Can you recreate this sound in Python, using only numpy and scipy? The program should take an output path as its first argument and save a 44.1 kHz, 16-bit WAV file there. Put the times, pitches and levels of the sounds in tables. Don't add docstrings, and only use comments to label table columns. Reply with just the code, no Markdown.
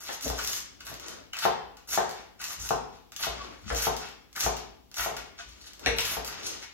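import sys
import numpy as np
from scipy import signal
from scipy.fft import rfft, irfft, next_fast_len
from scipy.io import wavfile
from scipy.ndimage import uniform_filter1d

SR = 44100
rng = np.random.default_rng(int(sys.argv[2]) if len(sys.argv) > 2 else 0)


def int16_out(signal):
    q = np.round(np.clip(np.atleast_2d(signal).T, -1, 1) * 32767)
    wavfile.write(sys.argv[1], SR, q.astype(np.int16))


N = 296793

# [f/Hz, level per Hz/dB]
CRACKLE_COLOUR = [(500, -28), (1500, -30), (3000, -9), (4800, -3), (6200, 9), (7700, -1), (9300, 1.5),
                  (11000, 1), (15000, -27)]
TEAR_COLOUR = [(150, -12), (350, -11), (600, -7), (900, -1.5), (1250, 4), (1700, 0.5), (2400, 0.5),
               (3500, -2.5), (6000, -4.5), (12000, -38)]
FIZZ_COLOUR = [(3000, -8), (7000, -45), (9500, 9.5), (11500, 6.5), (13500, 1.5), (15500, -9.5)]
RASP_COLOUR = [(800, -26), (1800, -5), (2600, -1.5), (3400, 1.5), (4800, 1.5), (6500, -8.5), (12000, -35)]
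CRACKLE_DB, TEAR_DB, FIZZ_DB, RASP_DB = -4, -5, -4.5, -3.5


def slicing():
    cells = bursts(per_s=2600, spread_db=3.5, clump_db=3.6)
    ribs = bursts(per_s=1100, spread_db=2.6, clump_db=3.2)
    slips = bursts(per_s=900, spread_db=3.0, clump_db=3.5)
    crackle, tear, fizz, rasp = leaf_strain()
    crisp = from_db(CRACKLE_DB) * through(crackle * cells, pulse(CRACKLE_COLOUR))
    dull = from_db(TEAR_DB) * through(tear * ribs, pulse(TEAR_COLOUR))
    fine = from_db(FIZZ_DB) * through(fizz * cells, pulse(FIZZ_COLOUR))
    gritty = from_db(RASP_DB) * through(rasp * slips, pulse(RASP_COLOUR))
    return kitchen(leaf_colours(crisp + dull + gritty) + fine, wet_db=1, echo_db=-5)


def bursts(per_s, spread_db, clump_db, clump_s=.004):
    t, knots = np.arange(N) / SR, np.arange(0, N / SR + 1, clump_s)
    signs = rng.choice([-1, 1], N)
    sizes = signs * from_db(spread_db * np.minimum(rng.exponential(1, N), 4))
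    born = rng.random(N) < per_s / SR
    clumps = from_db(clump_db * np.interp(t, knots, rng.standard_normal(len(knots))))
    return rms_one(sizes * born * clumps)


# [t/s, length/s, crackle level at the end/dB, swell on the way/dB,
#  then relative to the crackle: tearing level/dB, fizz level/dB, rasp level/dB]
STROKES = [(0, .14, -42, 4, -2.5, -2.5, -3), (0.219, 0.071, -41, -4.5, -10.5, -0.5, -7),
           (0.374, 0.2, -34.5, 8, -18, 0, -19), (0.85, 0.059, -47, 2, -4.5, 3, -3),
           (1.343, 0.096, -35.5, 50, 6.5, 4, -2), (1.873, 0.077, -27, 16.5, -8, -1, -26),
           (2.411, 0.11, -37.5, 10, -5, -1, -21), (2.589, 0.11, -37.5, 4, -11, -4.5, -11),
           (3.188, 0.055, -31, 9.5, -2, 0, -3.5), (3.755, 0.097, -28.5, 10.5, -4.5, 0, -6),
           (4.35, 0.1, -29, 16, -1, 0, -19), (4.958, 0.083, -29, 9, -4, -1.5, -14),
           (5.963, 0.18, -35.5, 8.5, 1, 2.5, -2), (6.246, 0.036, -47.5, 0, 0, 7, -18)]
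# [t of the middle/s, half length/s, crackle level/dB, tearing level/dB]
RUSTLES = [(0.366, 0.044, -46, -52), (0.811, 0.018, -54, -47), (1.051, 0.027, -51.5, -44),
           (1.113, 0.079, -53.5, -53), (2.171, 0.05, -57, -49.5), (2.408, 0.014, -51, -43.5),
           (2.942, 0.038, -59, -55), (3.403, 0.13, -59, -47.5), (3.533, 0.035, -64, -52),
           (3.719, 0.084, -47, -45.5), (4.025, 0.057, -49, -43), (5.401, 0.021, -49.5, -43.5),
           (5.543, 0.13, -57.5, -61), (5.68, 0.03, -53, -53), (5.86, 0.031, -58, -40),
           (6.353, 0.059, -60, -42.5), (6.487, 0.087, -40, -47.5), (6.63, 0.017, -51, -44)]
RUSTLE_FIZZ_DB, RUSTLE_RASP_DB = -10.5, -3
TICK_DECAY_DB_PER_S = 579


def leaf_strain():
    rustle = swells([(middle, half, db) for middle, half, db, _ in RUSTLES])
    tear = swells([(middle, half, db) for middle, half, _, db in RUSTLES])
    times, _, tear_db = np.transpose(TICKS)
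    tick_decay = from_db(-TICK_DECAY_DB_PER_S * np.arange(SR // 2) / SR)
    tear = tear + through(clicks(times, tear_db), tick_decay)[0]
    strain = np.array([rustle, tear, rustle * from_db(RUSTLE_FIZZ_DB), rustle * from_db(RUSTLE_RASP_DB)])
    for start, length, db, swell_db, *colour_db in STROKES:
        gains = from_db(db + np.r_[0, colour_db])
        strain = strain + np.outer(gains, stroke(start, length, swell_db))
    return strain


STROKE_ATTACK_S, STROKE_RELEASE_DB_PER_S = 0.0016, 527


def stroke(start, length, swell_db):
    t = np.arange(N) / SR - start
    bite = np.clip(t / STROKE_ATTACK_S, 0, 1)
    still_to_go = np.clip(1 - t / length, 0, 1)
    after_end = np.clip(t - length, 0, 1)
    return bite * from_db(-swell_db * still_to_go - STROKE_RELEASE_DB_PER_S * after_end)


LEAF_S, LEAF_COLOUR_DB = .014, 4.2


def leaf_colours(x, count=9):
    t, knots = np.arange(N) / SR, np.arange(0, N / SR + 1, LEAF_S)
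    lowpassed = []
    for hz in np.geomspace(900, 10000, count - 1):
        lowpassed.append(signal.sosfilt(signal.butter(2, hz, fs=SR, output="sos"), x))
    out, below = 0, 0
    for upto in lowpassed + [x]:
        gains = rms_one(from_db(LEAF_COLOUR_DB * rng.standard_normal(len(knots))))
        out = out + (upto - below) * np.interp(t, knots, gains)
        below = upto
    return out


# [t/s, tick level/dB, level of the tearing behind it (before TEAR_DB)/dB]
TICKS = [(0.2098, -18, -49), (0.28, -12, -46), (.3005, -14, -58), (0.3884, -20, -32), (.415, -16, -39),
         (.448, -12, -53), (0.475, -8, -50), (.485, -17, -42), (0.5323, -8.5, -46), (.566, -19, -42),
         (.806, -25.5, -81), (0.8676, -18, -35.5), (.941, -20.5, -49), (.964, -33, -57),
         (0.998, -21.5, -59), (1.083, -17, -56), (1.333, -19, -33), (1.368, -18, -33), (1.389, -10, -55),
         (1.7698, -29.5, -46.5), (1.889, -22, -54), (1.911, -17, -60), (1.931, -10, -50), (1.944, -9, -35),
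         (2.093, -19, -58), (2.111, -20.5, -69), (2.416, -15.5, -39), (2.441, -11.5, -44),
         (2.447, -24, -46), (2.505, -24, -39), (2.5321, -19, -54), (2.69, -9.5, -36.5), (2.703, -30, -47),
         (3.1204, -23, -44.5), (3.1636, -13.5, -56), (3.748, -12, -55), (3.966, -14, -63),
         (4.088, -28, -57), (4.329, -28.5, -68), (4.362, -13, -40), (4.407, -4.5, -40), (4.568, -16.5, -36),
         (4.915, -29, -48.5), (4.9426, -18.5, -48), (4.983, -15, -29), (5.1671, -15, -33.5),
         (5.64, -36, -49), (5.734, -26.5, -56), (5.7947, -24.5, -59), (5.9851, -13, -35), (6.053, -9, -61),
         (6.2472, -15.5, -54), (6.2777, -15, -46)]
# [f/Hz, level per Hz/dB]
TICK_COLOUR = [(400, -22), (1200, -9), (3000, -4), (6200, 1), (7800, -4), (9500, -6), (12000, -7),
               (15500, -11)]


def ticks(splinter_db=-8):
    times, db, _ = np.transpose(TICKS)
    breaks = clicks(times, db)
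    for lag_s in rng.uniform(.0002, .002, (len(times), 3)).T:
        breaks = breaks + clicks(times + lag_s, db + splinter_db)
    return kitchen(through(breaks, pulse(TICK_COLOUR)), wet_db=2, echo_db=-9)


# [t/s, peak level/dB, hardness of the contact/dB, weight of the blow/dB, pitch of that spot/semitones]
KNOCKS = [(.092, -30, 0, -17, 3), (0.116, -54, 7, -8, 2), (0.256, -34.5, -8, -2, -1.5),
          (0.268, -37, -12, 9.5, 0.5), (.301, -26, -17, -5, 0), (.384, -47, 12, -13, 0.5),
          (0.916, -39, -16, -3, -2.5), (1.453, -12, -12.5, -13, 1.6), (1.976, -13.5, -8, -15.5, 0.8),
          (2.7073, -15.5, -24, -6, 1.06), (3.269, -25, -17, -6, -0.8), (3.7025, -28.5, 3.5, -2.5, 2.5),
          (3.713, -31, -13, 5.5, 2), (3.8693, -17, -20, -5, 0.65), (4.4632, -17.5, -15, -5.5, 0.1),
          (5.061, -23, -18, -14, -0.3), (5.113, -32, -19, -1, -0.5), (5.8723, -25, -11, -1, -0.5),
          (6.169, -26, -9.5, -2.5, 0.6)]
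# [f/Hz, level per Hz/dB]
THOCK_COLOUR = [(50, -26), (130, -27), (280, -13), (370, -1.5), (450, 0.5), (560, 0), (720, 7), (950, 0.5),
                (1300, -5), (2000, -31), (5000, -35)]
EDGE_COLOUR = [(300, -21.5), (700, -5), (1000, 2.5), (1500, 4), (1800, -2), (2200, -17), (4000, -12),
               (12000, -41)]
THUD_COLOUR = [(40, -26), (90, -11.5), (125, -3.5), (190, -6), (270, -2), (340, -10), (430, 5.5),
               (600, 1.5), (1200, -37.5), (4000, -79)]


def knocks():
    times, db, hardness_db, weight_db, pitch = np.transpose(KNOCKS)
    thock = from_db(1.5) * blows(times, db, pitch, THOCK_COLOUR)
    edge = from_db(3.5) * blows(times, db + hardness_db, pitch, EDGE_COLOUR)
    thud = from_db(-1.0) * blows(times, db + weight_db, pitch, THUD_COLOUR)
    ring = from_db(-15) * board_ring(times, db)
    return kitchen(thock + edge + thud, wet_db=4.5, echo_db=-3.0) + ring


# [f/Hz, level/dB, t60/s]
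BOARD_MODES = [(209, -14, .45), (373, -6, .35), (457, -8, .36), (540, -7, .4), (639, -2, .3),
               (683, -2, .26), (728, -8, .26), (775, -6, .26), (916, -0.5, .3), (1038, -2, .3),
               (1160, -7, .3), (1222, -8, .3), (1330, -10, .3), (1421, -10, .3), (1542, -8, .3)]


def board_ring(times, db, spot_db=2.0):
    modes = np.array([ringing([mode], build_s=0.00018) for mode in BOARD_MODES])
    out = np.zeros((2, N + SR))
    for start, level_db in zip((times * SR).astype(int), db):
        strengths = from_db(level_db + spot_db * rng.standard_normal(len(BOARD_MODES)))
        out[:, start:start + SR] += np.tensordot(strengths, modes, 1)
    return out[:, :N]


# [t/s, level/dB, pitch/semitones]
CLACKS = [(3.7042, -37, -2), (5.8615, -16.5, 0.5), (5.873, -37, 0.3), (5.9855, -18, 6.5), (6.05, -33, 2.5)]
# [f/Hz, level per Hz/dB]
CLACK_COLOUR = [(60, 1), (170, -14), (450, -8.5), (750, -11), (1130, -12), (1500, 2), (1800, 6),
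                (2250, 4.5), (2700, 4.5), (3050, -8), (3500, 4), (4200, 0), (4800, -19), (5700, 3.5),
                (6300, -12.5), (6900, -13), (8000, -11), (11000, -13), (14000, -50)]
# [f/Hz, level/dB, t60/s]
HARD_MODES = [(273.5, -1, 0.13), (405, -4, .18), (458, 0, .25), (530, -3, 0.17), (740, 6, 0.09),
              (1780, 2, 0.2), (1933, 0, .22), (2213, 2, 0.28), (2353, -3, 0.25), (2680, -3, 0.2),
              (3330, -7, .1), (3700, -4, .08), (4242, -4, .13), (5163, -14, 0.2), (5652, -13, .2),
              (6008, -12, 0.2)]


def clacks(chatter_db=-12, count=3):
    times, db, pitch = np.transpose(CLACKS)
    ring_db = db - 3 * np.abs(pitch)
    ring = through(clicks(times, ring_db), ringing(HARD_MODES, build_s=0.002))
    contact = blows(times, db, pitch, CLACK_COLOUR)
    for lag_s in rng.uniform(.002, .022, (len(times), count)).T:
        chatter_pitch = pitch + rng.normal(0, 0.38, len(times))
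        contact = contact + blows(times + lag_s, db + chatter_db, chatter_pitch, CLACK_COLOUR)
    heard = kitchen(contact, wet_db=2.5, echo_db=-7)
    return from_db(10.0) * heard + from_db(-12) * ring


# [t/s, level/dB]
TAPS = [(3.71, -27), (3.7205, -28), (5.3885, -38), (5.3935, -37), (5.399, -31.5)]
# [f/Hz, level/dB, t60/s]
HANDLE_MODES = [(690, -3, .15), (1230, -9, .08), (1365, -2, .09), (1480, -7, .3), (1570, 0, .11),
                (1950, -8, .08), (3176, -14, .05)]


def taps():
    times, db = np.transpose(TAPS)
    return from_db(-8) * through(clicks(times, db), ringing(HANDLE_MODES, build_s=.0006))


# [t of the middle/s, length/s, f/Hz, level/dB, glide/(octaves per s), roughness from 0 pure to 1.5 rasping]
SQUEAKS = [(.262, .012, 275, -34, -1, .5), (.27, .007, 580, -34, 0, 1), (.396, .01, 1300, -38, 0, 1.5),
           (1.336, .003, 2850, -34, 0, .8), (1.352, .012, 2750, -38, -2, .6),
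           (3.413, .011, 1135, -37, -1.5, .15), (3.443, .012, 1090, -45, -2, .3),
           (3.74, .008, 480, -38, 0, .5), (3.776, .013, 462, -33, -.5, .3),
           (4.372, .008, 1750, -37, 0, 1.5), (5.885, .012, 480, -31, -1, .6),
           (5.926, .017, 465, -29, -1, .25)]


def squeaks():
    t, out = np.arange(N) / SR, np.zeros(N)
    for middle, length, hz, db, glide, rough in SQUEAKS:
        near = np.abs(t - middle) < 4 * length
        u = t[near] - middle
        wander = rng.standard_normal((2, len(u)))
        waver, flutter = (rms_one(uniform_filter1d(row, size=90)) for row in wander)
        pitch = hz * 2 ** (glide * u) * (1 + .1 * rough * waver)
        tone = np.sin(2 * np.pi * np.cumsum(pitch) / SR)
        envelope = np.exp(-.5 * (u / length) ** 2)
        strength = (1 + rough * flutter) / np.hypot(1, rough / 2)
        out[near] += from_db(db) * envelope * strength * tone
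    return kitchen(out, wet_db=-9, echo_db=-16)


# [t/s, level/dB]
PUSHES = [(0.272, -30), (1.455, -52), (1.975, -54), (2.579, -42), (2.724, -43), (3.268, -37.5), (3.37, -45),
          (3.701, -27.5), (3.872, -36.5), (4.438, -30), (4.977, -39.5), (5.17, -50), (5.45, -46.5),
          (5.855, -30.5), (6.158, -38.5)]


def counter(boom_hz=56.8, t60=0.46, ring_db=1):
    times, db = np.transpose(PUSHES)
    modes = [(boom_hz, 0, t60), (boom_hz * 1.43, -10, t60 / 2), (127, -10, .3)]
    boom = ringing(modes, build_s=0.014)[0]
    return from_db(ring_db) * through(clicks(times, db), boom)


# [t of the middle/s, half length/s, level/dB]
RUBS = [(.11, 0.022, -46), (.93, 0.078, -52.5), (1.13, 0.13, -48), (2.61, 0.087, -64), (3.47, 0.13, -48),
        (5.62, 0.23, -62.5), (5.91, 0.081, -40), (6.5, 0.13, -46)]
ROCKS = [(.925, 0.039, -48.5), (2.625, 0.053, -52.5), (3.675, 0.032, -43.5)]
# [f/Hz, level per Hz/dB]
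SHUFFLE_COLOUR = [(30, -12.5), (55, 11), (90, 1), (130, -12), (190, -0.5), (290, 1.5), (450, -8),
                  (900, -17), (3000, -53)]
RUB_COLOUR = [(40, -7), (90, 1.5), (140, -3.5), (300, 6), (500, 5), (900, -2), (1500, -1.5), (4000, -61)]
ROCK_COLOUR = [(40, -23), (65, -1), (95, -1), (140, -8), (220, -7.5), (400, -29), (2000, -54)]
AIR_COLOUR = [(25, 9), (55, 11.5), (220, -4), (500, -24), (1200, -26), (3000, -10), (7000, -14.5),
              (16000, -19.5)]
REGRIP_DELAY_S, REGRIP_HALF_S, REGRIP_DB = 0.19, 0.16, -60.5
FIDGET_DB, AIR_DB = -62.5, -63.5


def background():
    grips = [(start + length + REGRIP_DELAY_S, REGRIP_HALF_S, REGRIP_DB) for start, length, *_ in STROKES]
    shuffle = np.hypot(from_db(FIDGET_DB), swells(grips)) * noise(SHUFFLE_COLOUR)
    rubbing = swells(RUBS) * noise(RUB_COLOUR)
    rocking = swells(ROCKS) * noise(ROCK_COLOUR)
    return shuffle + rubbing + rocking + from_db(AIR_DB) * noise(AIR_COLOUR)


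def swells(rows):
    t, power = np.arange(0, N / SR, .001), 0
    for middle, half, db in rows:
        power = power + from_db(db) ** 2 * np.exp(-2 * np.minimum(((t - middle) / half) ** 2, 20))
    return np.interp(np.arange(N) / SR, t, np.sqrt(power))


def noise(spectrum):
    return through(rng.standard_normal((2, N)), pulse(spectrum))


def clicks(times, db):
    out = np.zeros(N)
    out[np.clip(np.round(times * SR).astype(int), 0, N - 1)] = from_db(db)
    return out


def blows(times, db, semitones, spectrum):
    out = np.zeros(N + SR)
    for start, level_db, shift in zip(np.round(times * SR).astype(int), db, semitones):
        shape = pulse([(hz * 2 ** (shift / 12), colour_db) for hz, colour_db in spectrum])
        out[start:start + len(shape)] += from_db(level_db) * shape / np.abs(shape).max()
    return out[:N]


def ringing(modes, build_s):
    t, out = np.arange(SR) / SR, 0
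    for hz, db, t60 in modes:
        phase = rng.uniform(0, 2 * np.pi) + np.array([[0], [rng.choice([-1, 1]) * np.pi / 2]])
        out = out + from_db(db - 60 * t / t60) * np.sin(2 * np.pi * hz * t + phase)
    return out * (1 - np.exp(-t / build_s))


def pulse(spectrum, size=4096):
    cepstrum = irfft(np.log(from_db(at_hz(spectrum, np.fft.rfftfreq(size, 1 / SR)))))
    cepstrum[1:size // 2] *= 2
    cepstrum[size // 2 + 1:] = 0
    shape = irfft(np.exp(rfft(cepstrum)))
    return shape / np.linalg.norm(shape)


def through(x, response):
    return signal.oaconvolve(np.atleast_2d(x), np.atleast_2d(response), axes=1)[:, :N]


def at_hz(points, hz):
    f, v = np.transpose(points)
    return np.interp(np.log(np.maximum(hz, 1)), np.log(f), v)


def from_db(db):
    return 10 ** (np.asarray(db) / 20)


def rms_one(x):
    return x / np.sqrt(np.mean(x ** 2) + 1e-20)


def evened(x, size):
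    return x * x.std() / np.sqrt(uniform_filter1d(x ** 2, size=size, mode="wrap") + 1e-20)


# [f/Hz, t60/s]
REVERBERATION = [(60, 0.6), (250, 0.74), (800, 0.59), (2500, 0.62), (6000, 0.49), (10000, 0.3),
                 (16000, 0.039)]
# [delay t/s, gain]
ECHOES = [(.0013, .8), (.0041, .3), (.0089, .9), (.0153, .4)]


def kitchen(x, wet_db, echo_db, build_s=0.000053, count=14):
    t, hz = np.arange(SR) / SR, np.fft.rfftfreq(SR, 1 / SR)
    edges = np.geomspace(60, SR / 2, count)
    white, tail = rfft(rng.standard_normal((2, SR))), 0
    for low, high in zip(np.r_[0, edges[:-1]], edges):
        band = irfft(white * ((hz >= low) & (hz < high)), SR)
        band = evened(band, size=int(3 * SR / high) + SR // 400)
        tail = tail + band * from_db(-60 * t / at_hz(REVERBERATION, (low + high) / 2))
    tail = tail * (1 - np.exp(-t / build_s))
    response = from_db(wet_db) * tail / np.linalg.norm(tail, axis=1, keepdims=True)
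    response[[0, 1], [5, 0]] += 1
    for delay, gain in ECHOES:
        arrival = int(delay * SR) + rng.integers(0, 14, 2)
        response[[0, 1], arrival] += gain * from_db(echo_db)
    return through(x, response)


def scene():
    return slicing() + ticks() + knocks() + clacks() + taps() + squeaks() + counter() + background()


# [f/Hz, correlation of left and right from -1 to 1]
CORRELATION = [(55, .5), (130, -.15), (300, -.3), (750, -.05), (1900, .15), (3200, -.1), (5000, -.3),
               (6300, -.15), (7800, -.45), (8500, -.96), (10200, -.96), (11200, .3), (12600, .92)]
# [f/Hz, level/dB]
BALANCE = [(55, 2), (160, 7), (300, 6.5), (600, 2.3), (1200, 1.5), (2300, 4), (5000, 2.3), (9000, -.5)]
RUMBLE_CUT_HZ, CUTOFF_HZ = 38, 15900


def record(dry):
    size = next_fast_len(N + SR)
    hz, (left, right) = np.fft.rfftfreq(size, 1 / SR), rfft(dry, size)
    correlation, sides = np.clip(at_hz(CORRELATION, hz), -.98, .98), np.array([[1], [-1]])
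    middle = np.sqrt(1 + correlation) * (left + right) / 2
    side = np.sqrt(1 - correlation) * (left - right) / 2
    balance = from_db(sides * at_hz(BALANCE, hz) / 2)
    heard = irfft((middle + sides * side) * balance, size)[:, :N]
    heard = signal.sosfilt(signal.butter(4, RUMBLE_CUT_HZ, "high", fs=SR, output="sos"), heard)
    return signal.sosfilt(signal.ellip(10, .2, 80, CUTOFF_HZ, fs=SR, output="sos"), heard)


dry = scene()
out = record(dry)
int16_out(out)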